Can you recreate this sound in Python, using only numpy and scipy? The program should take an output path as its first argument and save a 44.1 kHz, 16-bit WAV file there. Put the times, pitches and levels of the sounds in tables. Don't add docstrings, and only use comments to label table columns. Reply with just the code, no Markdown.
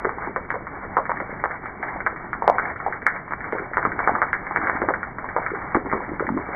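import sys
import numpy as np
from scipy import signal
from scipy.fft import rfft, irfft
from scipy.io import wavfile

SR = 44100
rng = np.random.default_rng(int(sys.argv[2]) if len(sys.argv) > 2 else 0)


def wrap_up_sound(samples):
    columns = np.atleast_2d(samples).T
    tamed = np.clip(columns, -1, 1)
    steps = np.round(tamed * 32767).astype(np.int16)
    wavfile.write(sys.argv[1], SR, steps)


def natural_amplitude(level_db):
    exponent = np.asarray(level_db, float) / 20
    return 10 ** exponent


N = 288855


def rms_one(x):
    return x / np.sqrt(np.mean(x ** 2) + 1e-20)


def at_hz(points, hz):
    p = np.array(points)
    return np.interp(np.log(np.maximum(hz, 1)), np.log(p[:, 0]), p[:, 1])


def drift(rate):
    knots = rng.standard_normal(1000)
    return np.interp(np.arange(N) / SR * rate, np.arange(len(knots)), knots)


def coloured_noise(spectrum):
    hz = np.fft.rfftfreq(N, 1 / SR)
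    return rms_one(irfft(rfft(rng.standard_normal(N)) * natural_amplitude(at_hz(spectrum, hz)), N))


def rain_vigour():
    # start_s, level_db
    vigour = [(0.0, -36.5), (1.31, -34), (1.75, -39), (2.46, -33), (3.15, -39.5), (3.65, -34.5),
              (3.98, -31), (4.54, -33.5), (4.76, -31), (5.12, -36), (5.76, -33.5), (5.97, -33.5),
              (6.55, -32.5)]
    return np.interp(np.arange(N) / SR, *np.transpose(vigour))


def rain_wash(rain_db):
    # frequency_hz, density_db (dB per Hz)
    wash_colour = [(180, -31), (300, -10.5), (618, -3), (765, 2.5), (1430, -0.5), (2290, -4), (2980, -31.5),
                   (5040, -120)]
    flicker = natural_amplitude(4.2 * drift(25) + 2.1 * drift(6.0))
    return natural_amplitude(rain_db - 2.0) * flicker * coloured_noise(wash_colour)


def far_drops(rain_db, per_s=150, spread_db=5.0, cycles=10.0):
    sizes = natural_amplitude(spread_db * np.minimum(rng.exponential(1, N), 3)) * rng.choice([-1, 1], N)
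    born = rng.random(N) < per_s / SR
    pitches = np.geomspace(300, 2200, 14)
    dealt = rng.integers(0, len(pitches), N)
    patter = np.zeros(N)
    for k, hz in enumerate(pitches):
        decay = natural_amplitude(-60 * hz / (cycles * SR))
        turn_rad = 2 * np.pi * hz / SR
        ring = [1, -2 * decay * np.cos(turn_rad), decay * decay]
        patter += signal.lfilter([0, np.sin(turn_rad)], ring, sizes * born * (dealt == k) + 1e-18)
    return natural_amplitude(rain_db - 7) * rms_one(patter)


def low_rumble(rain_db):
    # frequency_hz, density_db (dB per Hz)
    rumble_colour = [(12, -17.5), (25, -7.5), (50, -10), (130, -8.5), (240, -11), (400, -13.5),
                     (700, -26.5)]
    rumble_db = -37.5 + 0.4 * (rain_db - rain_db.mean())
    return natural_amplitude(rumble_db + 0.37 * drift(9.7)) * coloured_noise(rumble_colour)


def faint_hum():
    tone = np.sin(2 * np.pi * 193.1 * np.arange(N) / SR)
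    return natural_amplitude(-50.5 + 2.2 * drift(26.0)) * tone


def knocks(rows, damping, gain_db, snap_db, splash_db, splash_t60_s, tail_db):
    # frequency_hz, t60_s
    tail_t60 = [(150, 0.3), (400, 0.35), (1000, 0.29), (2300, 0.36)]
    s, peak_db, hz, width_hz = np.transpose(rows)[:4, :, None]
    t = np.arange(SR // 3) / SR
    rate = damping * np.pi * width_hz
    contact_t = t[:3000]
    crest = contact_t - 1 / rate
    lean = 0.3 * rng.standard_normal((len(rows), 1))
    swell = -rate * contact_t * np.exp(-rate * crest)
    contact = swell * np.cos(2 * np.pi * hz * crest + lean)
    snap = crest / 0.0001
    contact += natural_amplitude(snap_db) * snap * np.exp(-snap ** 2)

    early = natural_amplitude(splash_db - 60 * t / splash_t60_s) * np.minimum(t / 0.003, 1)
    tail = natural_amplitude(tail_db - 60 * t / at_hz(tail_t60, hz)) * np.minimum(t / 0.0021, 1)
    paths = (early + tail) * rng.standard_normal((len(rows), len(t)))
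    paths[:, 0] = 1
    heard = natural_amplitude(peak_db + gain_db) * signal.fftconvolve(contact, paths, axes=1)

    first = np.round((s - 1 / rate) * SR).astype(int)
    at = first + np.arange(heard.shape[1])
    return np.bincount(np.clip(at, 0, N).ravel(), heard.ravel(), N + 1)[:N]


def widened(rows, share):
    return [(s, db, hz, share * hz) for s, db, hz in rows]


def thrown_back(rows, surfaces):
    echoes = []
    for s, db, hz, width_hz in rows:
        for lag_s, spread_s, loss_db, pitch_share in surfaces:
            late_s = s + lag_s + spread_s * rng.standard_normal()
            echo_hz = hz * pitch_share * 2 ** (0.2 * rng.standard_normal())
            echoes.append((late_s, db + loss_db, echo_hz, width_hz))
    return echoes


def without_bass(x):
    return signal.sosfiltfilt(signal.butter(2, 320, "high", fs=SR, output="sos"), x)


def falling_drops():
    # start_s, peak_db, centre_hz, width_hz
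    strikes = [(0.0478, -10, 1280, 710), (0.362, -8, 1220, 700), (0.5047, -8, 1625, 840),
               (0.9693, -3.5, 1034, 400), (1.0951, -8.5, 996, 570), (1.2023, -12.5, 1200, 890),
               (1.4399, -4, 1140, 720), (2.0648, -6, 1415, 610), (2.4229, -11, 900, 250),
               (2.4786, 1.0, 795, 380), (2.5842, -7, 1358, 420), (2.8643, -11, 829, 260),
               (3.0666, 0.0, 1730, 590), (3.525, -10, 1157, 1240), (3.7715, -2, 1330, 970),
               (3.852, -5, 1240, 540), (3.992, -9, 1385, 680), (4.0756, -0.9, 1226, 750),
               (4.1529, -9, 1168, 310), (4.2185, -2, 1400, 730), (4.3314, -5, 1627, 530),
               (4.5615, -3.0, 1540, 670), (4.6719, -7.5, 1580, 750), (4.8187, -8.5, 1300, 800),
               (4.8882, -4, 1190, 660), (5.365, -6, 980, 550), (5.4644, -10, 1500, 700),
               (5.7476, -4, 1210, 660), (5.9277, -6.5, 1100, 600), (6.1972, -12.5, 1310, 450)]
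    # start_s, peak_db, centre_hz
    taps = [(0.1844, -23, 930), (0.5416, -17.5, 990), (0.6698, -21, 1230), (1.0551, -18, 1360),
            (1.6585, -21, 1280), (1.829, -16.5, 1740), (2.0048, -17, 1450), (2.3317, -12, 1350),
            (2.5245, -30.5, 930), (2.6547, -17, 1670), (2.802, -19.5, 1250), (2.9257, -15.5, 1460),
            (3.3093, -20, 1210), (3.407, -24, 1830), (3.4434, -22, 1420), (3.5848, -16.5, 1530),
            (3.7354, -17.5, 1450), (3.9194, -16, 1520), (4.4682, -20.5, 1800), (4.5108, -15, 1010),
            (4.6158, -15, 1300), (4.7646, -15.0, 1410), (4.9389, -11.5, 1540), (5.0314, -13.5, 1470),
            (5.2441, -18.5, 980), (5.5042, -20, 1360), (6.0057, -21, 920), (6.0902, -39, 1580),
            (6.269, -18, 1820), (6.3751, -17.0, 1080)]
    # start_s, peak_db, centre_hz
    more_taps = [(0.2232, -18, 1314), (0.2473, -22.5, 1283), (0.2728, -20, 900), (1.1719, -22.5, 1680),
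                 (1.3077, -35, 1444), (1.3981, -35, 1690), (1.5103, -19, 1510), (1.833, -19, 776),
                 (1.8818, -32, 1910), (1.9622, -21.5, 813), (2.1618, -23.5, 1195), (2.549, -18.5, 870),
                 (2.7007, -23, 1560), (2.7603, -26, 1310), (3.0204, -26, 1550), (3.1632, -26, 2050),
                 (3.2799, -25, 1030), (3.8288, -12.5, 1400), (4.0417, -23, 1860), (4.1858, -20, 910),
                 (4.2877, -28, 1620), (4.6458, -17.5, 1490), (5.1852, -17.5, 1190), (5.2896, -20.5, 1584),
                 (5.4297, -28, 1340), (5.5495, -20, 1260), (5.6183, -23.5, 1150), (5.8597, -20.5, 980),
                 (5.899, -21, 1830), (5.9159, -17, 1450)]
    return strikes + widened(taps + more_taps, 0.32)


def drop_taps(drops):
    return without_bass(knocks(drops, damping=1.48, gain_db=1.19, snap_db=-18.5,
                               splash_db=-28, splash_t60_s=0.04, tail_db=-34.5))


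def bright_spray(drops):
    spray = []
    for s, db, hz, _ in drops:
        spray_db = -22.5 + 0.27 * db + 8 * np.log2(hz / 1300)
        spray.append((s, spray_db, 1954, 650))
    return knocks(spray, damping=1.4, gain_db=-0.5, snap_db=-30.5,
                  splash_db=-14.5, splash_t60_s=0.083, tail_db=-38.5)


def board_thuds():
    # start_s, peak_db, centre_hz, width_hz
    thuds = [(0.0517, -8.5, 429, 120), (0.2751, -21.5, 393, 120), (0.3647, -20, 477, 120),
             (0.5441, -19, 510, 117), (0.97, -12, 520, 130), (1.2048, -21.5, 537, 111),
             (1.4402, -37.5, 420, 276), (2.4229, -27, 496, 162), (2.4788, -19, 500, 160),
             (2.8637, -29.5, 442, 290), (3.531, -10, 434, 240), (3.6022, -18, 324, 210),
             (3.7719, -22.5, 430, 190), (3.8531, -12, 370, 200), (4.0757, -13.5, 440, 280),
             (4.1193, -16, 320, 220), (4.5892, -22, 298, 142), (4.8202, -11, 387, 190),
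             (4.887, -11, 389, 117.5), (6.3056, -13, 248, 72.5), (5.3646, -14, 490, 128),
             (5.5186, -18.5, 388, 110), (5.7535, -4.5, 340, 230), (5.8528, -19, 324, 118),
             (5.9351, -7.5, 350, 203), (6.118, -15, 314.5, 205), (6.2074, -11.5, 410, 167),
             (6.2827, -18, 260, 81.5), (6.3489, -14, 264, 78), (6.3799, -16.5, 312, 212)]
    # lag_s, lag_spread_s, loss_db, pitch_share (of the centre)
    thud_walls = [
        (0.0192, .0012, -2.5, 1.08),
    ]
    return knocks(thuds + thrown_back(thuds, thud_walls), damping=1.17, gain_db=-3.5, snap_db=-39.5,
                  splash_db=-34.5, splash_t60_s=0.08, tail_db=-39.0)


def returns_of_drops(drops):
    # lag_s, lag_spread_s, loss_db, pitch_share (of the centre)
    walls = [
        (.0055, .0012, -16.0, 0.85),
        (.0105, .001, -9, .93),
        (.019, .0012, -14, .88),
    ]
    # start_s, peak_db, centre_hz
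    strong_returns = [(0.0534, -7.5, 1400), (0.0933, -11, 1150), (0.5559, -14.5, 840), (0.9731, -8.5, 1010),
                      (0.9769, -18, 1100), (0.9873, -11, 900), (1.1066, -12.5, 1080), (1.1177, -8.5, 1056),
                      (1.4576, -9.5, 1100), (2.0709, -7.5, 1390), (2.4993, -4, 720), (2.5973, -9.5, 1260),
                      (3.3227, -12.5, 1220), (3.3359, -10, 1440), (3.7817, -11.5, 1480), (2.4426, -16, 780),
                      (4.0041, -12, 1110), (4.0939, -4.0, 850), (4.225, -13, 950), (4.2332, -12.5, 1200),
                      (4.5732, -7, 1880), (4.5803, -20, 1210), (4.698, -4, 1520), (4.907, -13.0, 830),
                      (5.3859, -12.5, 790), (5.7576, -9, 990), (5.7659, -12.5, 1200), (2.8834, -17.5, 770),
                      (5.9342, -12, 1100), (6.291, -10, 1080)]
    later = thrown_back(drops, walls) + widened(strong_returns, 0.55)
    return without_bass(knocks(later, damping=1.59, gain_db=3.0, snap_db=-16.5,
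                               splash_db=-29.5, splash_t60_s=0.029, tail_db=-39))


def spill():
    # start_s, peak_db
    spills = [(0.362, -57), (0.4997, -50), (0.969, -52.5), (1.1615, -57), (1.2046, -62.5), (1.436, -51.5),
              (1.6545, -59), (1.8266, -52.5), (1.877, -56), (2.0604, -53), (2.3105, -59), (2.5805, -49),
              (2.7777, -56.5), (3.016, -63), (3.292, -64.5), (3.5208, -50), (3.7658, -52), (3.8486, -52),
              (3.9882, -56), (4.2166, -51.5), (4.3263, -51), (4.5566, -46), (4.6732, -50), (4.7495, -56),
              (5.2833, -58.5), (5.7483, -55), (6.0852, -65), (6.2, -55.5)]
    # frequency_hz, density_db (dB per Hz)
    spill_colour = [(2250, -57.5), (2400, -1), (3000, 0), (4000, -14.5), (5500, -28), (7000, -63)]
    spacing, lead_s, span_s = 128, 0.01, 0.036
    t = np.arange(0, N, spacing) / SR
    s, peak_db = np.transpose(spills)[:, :, None]
    swell = np.sin(np.pi * np.clip((t - s + lead_s) / span_s, 0, 1)) ** 2
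    ticks = np.zeros(N)
    ticks[::spacing] = (natural_amplitude(peak_db - 1.5) * swell).sum(axis=0) * rng.standard_normal(len(t))
    colour = natural_amplitude(at_hz(spill_colour, np.fft.rfftfreq(N, 1 / SR)))
    one_tick_peak = irfft(colour, N)[0]
    return irfft(rfft(ticks) * colour, N) / one_tick_peak


def scene():
    rain_db = rain_vigour()
    background = rain_wash(rain_db) + far_drops(rain_db) + low_rumble(rain_db) + faint_hum()
    drops = falling_drops()
    near = drop_taps(drops) + bright_spray(drops) + board_thuds() + returns_of_drops(drops)
    return (near + background)[None]


def band_limit(x):
    return signal.sosfilt(signal.butter(12, 15200, fs=SR, output="sos"), x)


def record(dry):
    hz = np.fft.rfftfreq(N, 1 / SR)
    top_hz, edge_hz = 2305, 8
    wall = 1 / (1 + np.exp(np.clip((hz - top_hz) / edge_hz, -50, 14)))
    banded = irfft(rfft(dry) * wall, N)
    mix = np.clip(banded + spill(), -1, 1)
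    return band_limit(mix)


dry = scene()
out = record(dry)
wrap_up_sound(out)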